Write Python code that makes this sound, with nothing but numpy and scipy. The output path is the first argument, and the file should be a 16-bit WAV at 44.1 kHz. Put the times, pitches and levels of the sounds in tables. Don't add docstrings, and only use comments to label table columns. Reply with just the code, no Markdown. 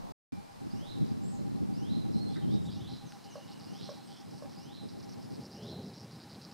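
import sys
import numpy as np
from scipy import signal
from scipy.fft import rfft, irfft, next_fast_len
from scipy.io import wavfile
from scipy.ndimage import map_coordinates

SR = 44100
rng = np.random.default_rng(int(sys.argv[2]) if len(sys.argv) > 2 else 0)


def to_wav(s):
    ch = np.atleast_2d(s).T
    pcm = np.round(np.clip(ch, -1, 1) * 32767)
    wavfile.write(sys.argv[1], SR, pcm.astype(np.int16))


N = 287973
TIME = np.arange(N) / SR
SHORE_END_S, CLIFF_START_S = .122, .322
OPPOSED = np.array([[1], [-1]])


def undb(db):
    return 10 ** (np.asarray(db) / 20)


def unit(x):
    return x / np.sqrt(np.mean(x ** 2))


def colour(x, points):
    hz, db = np.transpose(points)
    f_hz = np.maximum(np.fft.rfftfreq(len(x), 1 / SR), 1)
    gain = undb(np.interp(np.log(f_hz), np.log(hz), db))
    return irfft(rfft(x) * gain, len(x))


def noise(points):
    white = rng.standard_normal(next_fast_len(N))
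    return unit(colour(white, points)[:N])


def walk(rate_hz, size=N):
    knots = rng.standard_normal(4096)
    return map_coordinates(knots, [np.arange(size) / SR * rate_hz], order=2, mode="wrap")


def add(track, start_s, sound):
    i = int(np.clip(start_s * SR, 0, N))
    track[i:i + len(sound)] += sound[:N - i]


def air(spectrum, db, swell_db=0.5):
    # frequency in Hz, side minus mid in dB.
    side_points = [(100, -10), (700, 11), (1500, 1), (4500, -4), (8000, -2.5), (15000, -5.5)]
    side = colour(noise(spectrum), side_points)
    gain = undb(db + swell_db * walk(3.12))
    return gain * (noise(spectrum) + OPPOSED * side)


def wind(across_db=16.5, roar_db=-45.5, roar_power=3.54, thump_s=0.02, buffet_db=2.3, buffet_hz=45):
    # time in seconds, level in dB.
    breeze_points = [(0.36, -56), (0.51, -78), (0.66, -64), (0.78, -56), (0.87, -62), (1.02, -48),
                     (1.11, -52), (2.19, -47.5), (2.35, -51), (2.7, -45.5), (3.06, -51), (3.81, -42),
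                     (4.2, -51), (4.29, -43.5), (4.77, -44.5), (5.34, -39.5), (5.7, -34.5), (6.18, -40),
                     (6.48, -39)]
    # frequency in Hz, density in dB per Hz.
    eddy_spectrum = [(30, -54), (60, -15.5), (100, 2.5), (200, 1), (390, -15.5), (730, -31.5),
                     (1600, -69.5)]
    # frequency in Hz, gain in dB.
    across_points = [(80, -7), (280, 5.5), (1200, 2.5)]
    # frequency in Hz, density in dB per Hz.
    roar_spectrum = [(150, -18.5), (400, 4.5), (650, -11), (1200, -28), (3000, -44.5)]
    # centre in seconds, rise over the wind around it in dB.
    buffets = [(.617, 8.5), (.659, 9.5), (0.747, 9), (1.022, 5), (2.54, 7), (4.33, 5), (4.835, 6)]
    breeze = undb(np.interp(TIME, *np.transpose(breeze_points)))
    across = unit(colour(noise(eddy_spectrum), across_points))
    rumble = breeze * (noise(eddy_spectrum) + OPPOSED * undb(across_db) * across)
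    roar = undb(roar_db) * (breeze / breeze.max()) ** roar_power * noise(roar_spectrum)
    thumps_db = sum(db * np.exp(-((TIME - s) / thump_s) ** 2) for s, db in buffets)
    return (rumble + roar) * undb(thumps_db + buffet_db * walk(buffet_hz))


def motor(whine_hz=800, rest_db=-75, side_db=-8):
    # time in seconds, level in dB.
    pulse_points = [(.45, -60.5), (3.2, -57), (6.5, -65.5)]
    period_s, first_s, half_s, ramp_s = .12002, .029, .026, .011
    waver_hz, uneven_db = 12, 1.6
    from_centre_s = np.abs((TIME - first_s + period_s / 2) % period_s - period_s / 2)
    running = np.clip((half_s - from_centre_s) / ramp_s, 0, 1)
    phase = 2 * np.pi * np.cumsum(whine_hz + waver_hz * walk(200)) / SR
    strength = undb(np.interp(TIME, *np.transpose(pulse_points))) * running + undb(rest_db)
    gain = strength * undb(uneven_db * walk(1 / period_s))
    return gain * np.sqrt(2) * (np.sin(phase) + undb(side_db) * OPPOSED * np.cos(phase))


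def ticks(t60_s=0.0078, ring_hz=1400, ring_t60_s=0.024, ring_db=-9):
    # start in seconds, level in dB.
    clicks = [(3.122, -42)]
    out, t = np.zeros(N), TIME[:SR // 10]
    grain = noise([(300, -9), (1400, 7), (8000, 2.0), (14000, -26)])[:len(t)]
    crack = undb(-60 * t / t60_s) * grain / 2
    ring = undb(ring_db - 60 * t / ring_t60_s) * np.sin(2 * np.pi * ring_hz * t)
    for s, db in clicks:
        add(out, s, undb(db) * (crack + ring))
    return out


def knocks(push_s=0.0032, echo_s=0.023, echo_db=-8):
    # start in seconds, peak of the direct blow in dB.
    blows = [(.826, -48), (1.389, -49), (3.355, -35), (3.89, -33.5), (4.422, -37)]
    # frequency in Hz, level in dB, t60 in seconds.
    modes = [(512, -6, 0.13), (578, 5.5, 0.044), (695, -13, 0.022), (1106, -5.5, 0.029), (1190, -20, 0.031),
             (1630, -17.5, 0.029)]
    out, t = np.zeros(N), np.arange(SR // 6) / SR
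    ring = sum(undb(db - 60 * t / t60_s) * np.sin(2 * np.pi * hz * t) for hz, db, t60_s in modes)
    ring = ring * (1 - np.exp(-t / push_s))
    for s, db in blows:
        blow = undb(db) * ring / np.abs(ring).max()
        add(out, s, blow)
        add(out, s + echo_s, undb(echo_db) * blow)
    return out


def cliff(x, wet_db, early_t60_s, tail_db, gap_s=.004, t60_s=1.0, side_db=-9):
    t = np.arange(SR) / SR
    decay = (undb(-60 * t / early_t60_s) + undb(tail_db - 60 * t / t60_s)) * (t > gap_s)
    tails = decay * rng.standard_normal((2, SR)) / np.sqrt(np.sum(decay ** 2))
    mid, side = (signal.fftconvolve(x, tail)[:N] for tail in tails)
    return x + undb(wet_db) * (mid + undb(side_db) * OPPOSED * side)


def fading_whistle(hz=2369, db=-65, fade_db_per_s=65):
    since_s = np.maximum(TIME - CLIFF_START_S, 0)
    return undb(db - fade_db_per_s * since_s) * np.sin(2 * np.pi * hz * TIME)


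def thin_whistle(start_s=3.14, length_s=.58, hz=2900, db=-73.5, waver_hz=110, broken_db=3):
    out, size = np.zeros(N), int(length_s * SR)
    phase = 2 * np.pi * np.cumsum(hz + waver_hz * walk(hz / 10, size)) / SR
    gain = undb(db + broken_db * walk(18, size)) * signal.windows.tukey(size)
    add(out, start_s, gain * np.sqrt(2) * np.sin(phase))
    return out


def noisy_notes():
    # start in seconds, length in seconds, pitch in Hz, slide in Hz, width in Hz, level in dB.
    bands = [(1.21, 0.081, 7430, 500, 610, -62), (1.261, .07, 7960, 102, 1200, -64),
             (1.3, 0.093, 7100, -500, 1740, -65.5), (2.349, 0.041, 1650, 0, 910, -57),
             (2.618, 0.071, 7400, 600, 1500, -70), (4.058, 0.16, 3300, 107, 702, -64)]
    out = np.zeros(N)
    for s, length_s, hz, slide_hz, width_hz, db in bands:
        size = int(length_s * SR)
        phase = 2 * np.pi * np.cumsum(hz + slide_hz * np.linspace(-.5, .5, size)) / SR
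        band = walk(width_hz, size) * np.sin(phase) + walk(width_hz, size) * np.cos(phase)
        add(out, s, undb(db) * np.sqrt(np.hanning(size)) * band)
    return out


def whistle(s, hz, db, hoarse, flutter_hz=600, spread_hz=500):
    buzz_hz, buzz_jitter, buzz_depth = 125, .35, 2.1
    t = np.arange(s[0], s[-1], 1 / SR)
    effort = undb(np.interp(t, s, db))
    flutter = 1 - np.minimum(walk(flutter_hz, len(t)) ** 2, 4)
    pitch_hz = np.interp(t, s, hz) + hoarse * np.minimum(effort, 1) * spread_hz * flutter
    cycles = np.cumsum(buzz_hz * (1 + buzz_jitter * walk(buzz_hz, len(t)))) / SR
    peak_effort = np.maximum.accumulate(effort)
    depth = np.minimum(buzz_depth * hoarse * peak_effort ** 2, 1)
    buzz = unit(1 + depth * np.sin(2 * np.pi * cycles))
    gain = effort * buzz * signal.windows.tukey(len(t), .15)
    return np.sqrt(2) * gain * np.sin(2 * np.pi * np.cumsum(pitch_hz) / SR)


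def songbirds(edge_db=-5, slur_hoarse=0.175, warble_hoarse=0.26, dive_hoarse=0.15, peep_hz=8500, peep_s=0.069):
    # crest in seconds, level in dB, level of the lead-in slur in dB, hoarseness 0-1.
    calls = [(0.891, -58.5, -65, 0.26), (1.919, -58, -64.5, 0.34), (2.891, -59, -65, 0.41),
             (3.825, -59, -65, 0.71), (4.748, -60.5, -63.5, 0.41), (5.688, -59, -68, 0.47)]
    # time from its crest in seconds, pitch in Hz, level in dB.
    call_shape = [(-.17, 2614, -18), (-.1, 2939, -10.5), (-.065, 3187, -5), (-.035, 3527, -6),
                  (-.015, 3800, 0.5), (.005, 3946, 1), (0.049, 3950, -2), (0.088, 3900, -9.5),
                  (.16, 3870, -16)]
    # time from the crest in seconds, pitch in Hz, level in dB.
    slur_shape = [(-.19, 4565, 1.5), (-.17, 4880, 2), (-.13, 5550, -4), (-.08, 6310, -8)]
    # start in seconds, length in seconds, pitch in Hz, level in dB, hoarseness 0-1.
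    whistles = [(2.128, 0.064, 4035, -59, 0.31), (2.2, 0.039, 4280, -57, 0.13),
                (2.244, 0.044, 4160, -58, 0.07)]
    # start in seconds, length in seconds, pitch in Hz, slide in Hz, level in dB.
    warble = [(2.276, 0.056, 3440, -130, -65.5), (2.33, 0.027, 3710, -450, -61),
              (2.355, 0.026, 3760, 400, -57), (2.407, 0.049, 3120, -150, -65.5),
              (2.48, .04, 3380, 199, -63), (2.512, 0.056, 3660, 351, -58), (2.651, .026, 3655, 452, -58.5),
              (2.672, 0.0364, 3470, -450, -59.5), (2.722, 0.049, 3760, -78, -61.5),
              (2.802, 0.022, 3580, 700, -58.5), (2.831, 0.066, 3410, 148, -62)]
    # start in seconds, level in dB.
    dives = [(3.057, -64), (3.298, -63)]
    # start in seconds, level in dB.
    peeps = [(2.155, -73), (2.254, -73), (2.48, -77), (3.49, -78), (3.83, -75), (4.04, -72), (4.34, -78),
             (4.8, -74), (5.319, -77)]
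    dive_s, dive_hz = 0.085, [6630, 5560, 3600]
    out = np.zeros(N)
    along = np.array([-1, 0, 1])

    def note(length_s, hz, db, hoarse):
        return undb(db) * whistle(length_s * (along + 1) / 2, hz, edge_db * np.abs(along), hoarse)

    for s, call_db, slur_db, hoarse in calls:
        slur = undb(slur_db) * whistle(*np.transpose(slur_shape), slur_hoarse)
        add(out, s + slur_shape[0][0], slur)
        call = undb(call_db) * whistle(*np.transpose(call_shape), hoarse)
        add(out, s + call_shape[0][0], call)
    for s, length_s, hz, db, hoarse in whistles:
        add(out, s, note(length_s, np.full(len(along), hz), db, hoarse))
    for s, length_s, hz, slide_hz, db in warble:
        add(out, s, note(length_s, hz + slide_hz * along / 2, db, warble_hoarse))
    for s, db in dives:
        add(out, s, note(dive_s, dive_hz, db, dive_hoarse))
    for s, db in peeps:
        pitches_hz = peep_hz + 90 * rng.standard_normal(len(along))
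        add(out, s, note(peep_s, pitches_hz, db, warble_hoarse))
    return out


def martins(rasps, scatter_hz, fall_hz, pulse_hz, pulse_s):
    uneven_db, jitter, haste = 2.4, .24, .17
    out = np.zeros(N)
    u = np.linspace(-1, 1, int(pulse_s * SR))
    for start_s, length_s, centre_hz, db in rasps:
        rasp = np.zeros(SR // 4)
        chance = rng.standard_normal((32, 3))
        own_hz = pulse_hz * (1 + haste * rng.uniform(-1, 1))
        times_s = (np.cumsum(1 + jitter * chance[:, 0]) - 1) / own_hz
        for s, (_, pitch, strength) in zip(times_s[times_s < length_s], chance):
            hz = centre_hz + scatter_hz * np.tanh(pitch) - fall_hz * u
            chirp = np.hanning(len(u)) ** 2 * np.sin(2 * np.pi * np.cumsum(hz) / SR)
            add(rasp, s, undb(uneven_db * strength) * chirp)
        level = np.sqrt(abs(length_s) * SR / (np.sum(rasp ** 2) + 1e-12))
        add(out, start_s, undb(db) * rasp * level)
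    return out


def far_martins(low_hz=4120, high_hz=5150, first_db=-78, last_db=-72, length_s=0.09, count=80):
    starts_s = (np.arange(count) + rng.random(count)) / count * TIME[-1]
    pitches_hz = np.resize([low_hz, high_hz], count)
    levels_db = np.interp(starts_s, [0, TIME[-1]], [first_db, last_db])
    rasps = zip(starts_s, np.full(count, length_s), pitches_hz, levels_db)
    return martins(rasps, scatter_hz=212, fall_hz=244, pulse_hz=135, pulse_s=0.006)


def near_martins():
    # start in seconds, length in seconds, pitch in Hz, level in dB.
    rasp_rows = [(1.05, 0.075, 4600, -67), (2.12, 0.08, 4900, -66), (2.305, 0.064, 4800, -66),
                 (2.51, .06, 4700, -64.5), (2.655, .015, 5100, -66), (2.7, .07, 4460, -62.5),
                 (2.895, 0.078, 4680, -63.5), (3.24, 0.028, 4870, -63.5), (3.475, 0.056, 4200, -65.5),
                 (3.515, .03, 4970, -62.5), (3.595, 0.059, 4740, -63), (3.735, 0.12, 5030, -62.5),
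                 (3.84, 0.083, 5100, -61), (3.91, 0.078, 4860, -66), (4.075, 0.075, 4900, -65),
                 (4.16, 0.063, 5140, -65.5), (4.31, 0.125, 5100, -66.5), (4.495, 0.061, 5200, -66),
                 (4.885, 0.055, 4850, -65), (4.981, 0.028, 5070, -64), (5.027, 0.018, 5200, -61.5),
                 (5.087, 0.059, 5160, -63.5), (5.175, .085, 5000, -67.5), (5.305, .062, 5000, -64),
                 (5.405, 0.065, 5000, -62.5), (5.512, 0.08, 4960, -63), (5.625, 0.092, 5100, -63),
                 (5.82, 0.081, 4950, -66), (5.935, .11, 5180, -62.5), (6.11, 0.051, 4750, -64.5),
                 (6.2, 0.042, 4730, -62), (6.296, 0.065, 4420, -61.5), (6.415, 0.05, 4900, -59.5),
                 (6.512, .03, 4800, -63)]
    # start in seconds, length in seconds, pitch in Hz, level in dB.
    stutter_rows = [(1.378, 0.048, 4150, -72), (1.466, 0.11, 4170, -71)]
    rasps = martins(rasp_rows, scatter_hz=430, fall_hz=1450, pulse_hz=158, pulse_s=.0028)
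    stutters = martins(stutter_rows, scatter_hz=100, fall_hz=400, pulse_hz=72, pulse_s=.005)
    return cliff(rasps + stutters, wet_db=-3, early_t60_s=.025, tail_db=-24, gap_s=.001)


def scene(pan_db=-7.5, hiss_db=-57.5, shore_hiss_db=-54.0, shore_wind_db=-7.5):
    # frequency in Hz, density in dB per Hz.
    cliff_spectrum = [(55, -14), (150, -7), (370, -19.5), (670, -18), (900, -17), (1300, -22.5),
                      (2500, -27.5), (3400, -28.5), (4900, -27), (6500, -32.5), (9500, -34.5),
                      (13300, -40.5), (15500, -44.5)]
    # frequency in Hz, density in dB per Hz.
    shore_spectrum = [(150, -2.5), (400, -8), (900, -5.5), (1500, -17), (3000, -23.5), (4200, -18.5),
                      (7000, -27.5), (15000, -34.5)]
    far_dry = songbirds() + thin_whistle() + far_martins()
    far = cliff(far_dry, wet_db=-.5, early_t60_s=.6, tail_db=-5)
    near = near_martins() + cliff(noisy_notes(), wet_db=-2, early_t60_s=0.27, tail_db=-16)
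    near = near + cliff(knocks(), wet_db=-8, early_t60_s=.1, tail_db=-25, gap_s=.012)
    panned = (far + fading_whistle() + near) * undb(OPPOSED * pan_db / 2)
    colony = panned + ticks() + motor() + air(cliff_spectrum, hiss_db)
    gusts = wind()
    shore = air(shore_spectrum, shore_hiss_db) + undb(shore_wind_db) * gusts
    return (TIME < SHORE_END_S) * shore + (TIME > CLIFF_START_S) * (colony + gusts)


def record(dry, ease_s=2.6, thin_s=2.85, narrow_s=5.4, top_hz=15650):
    thin_points = [(70, -18.0), (150, -12.0), (350, -7.5), (800, 0.5)]
    thin = np.array([colour(channel, thin_points) for channel in dry])
    left, right = dry + np.clip((TIME - thin_s) / 0.35, 0, 1) * (thin - dry)
    mid, side = (left + right) / 2, (left - right) / 2
    eased = colour(side, [(400, -10.0), (1200, -9.0), (2500, -6.5)])
    narrow = colour(side, [(300, -55.5), (1500, -17), (5000, -14.5)])
    side = side + np.clip((TIME - ease_s) / 0.067, 0, 1) * (eased - side)
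    side = side + np.clip((TIME - narrow_s) / 0.003, 0, 1) * (narrow - side)
    low_pass = signal.ellip(10, .2, 70, top_hz, fs=SR, output="sos")
    return signal.sosfilt(low_pass, mid + OPPOSED * side)


dry = scene()
out = record(dry)
to_wav(out)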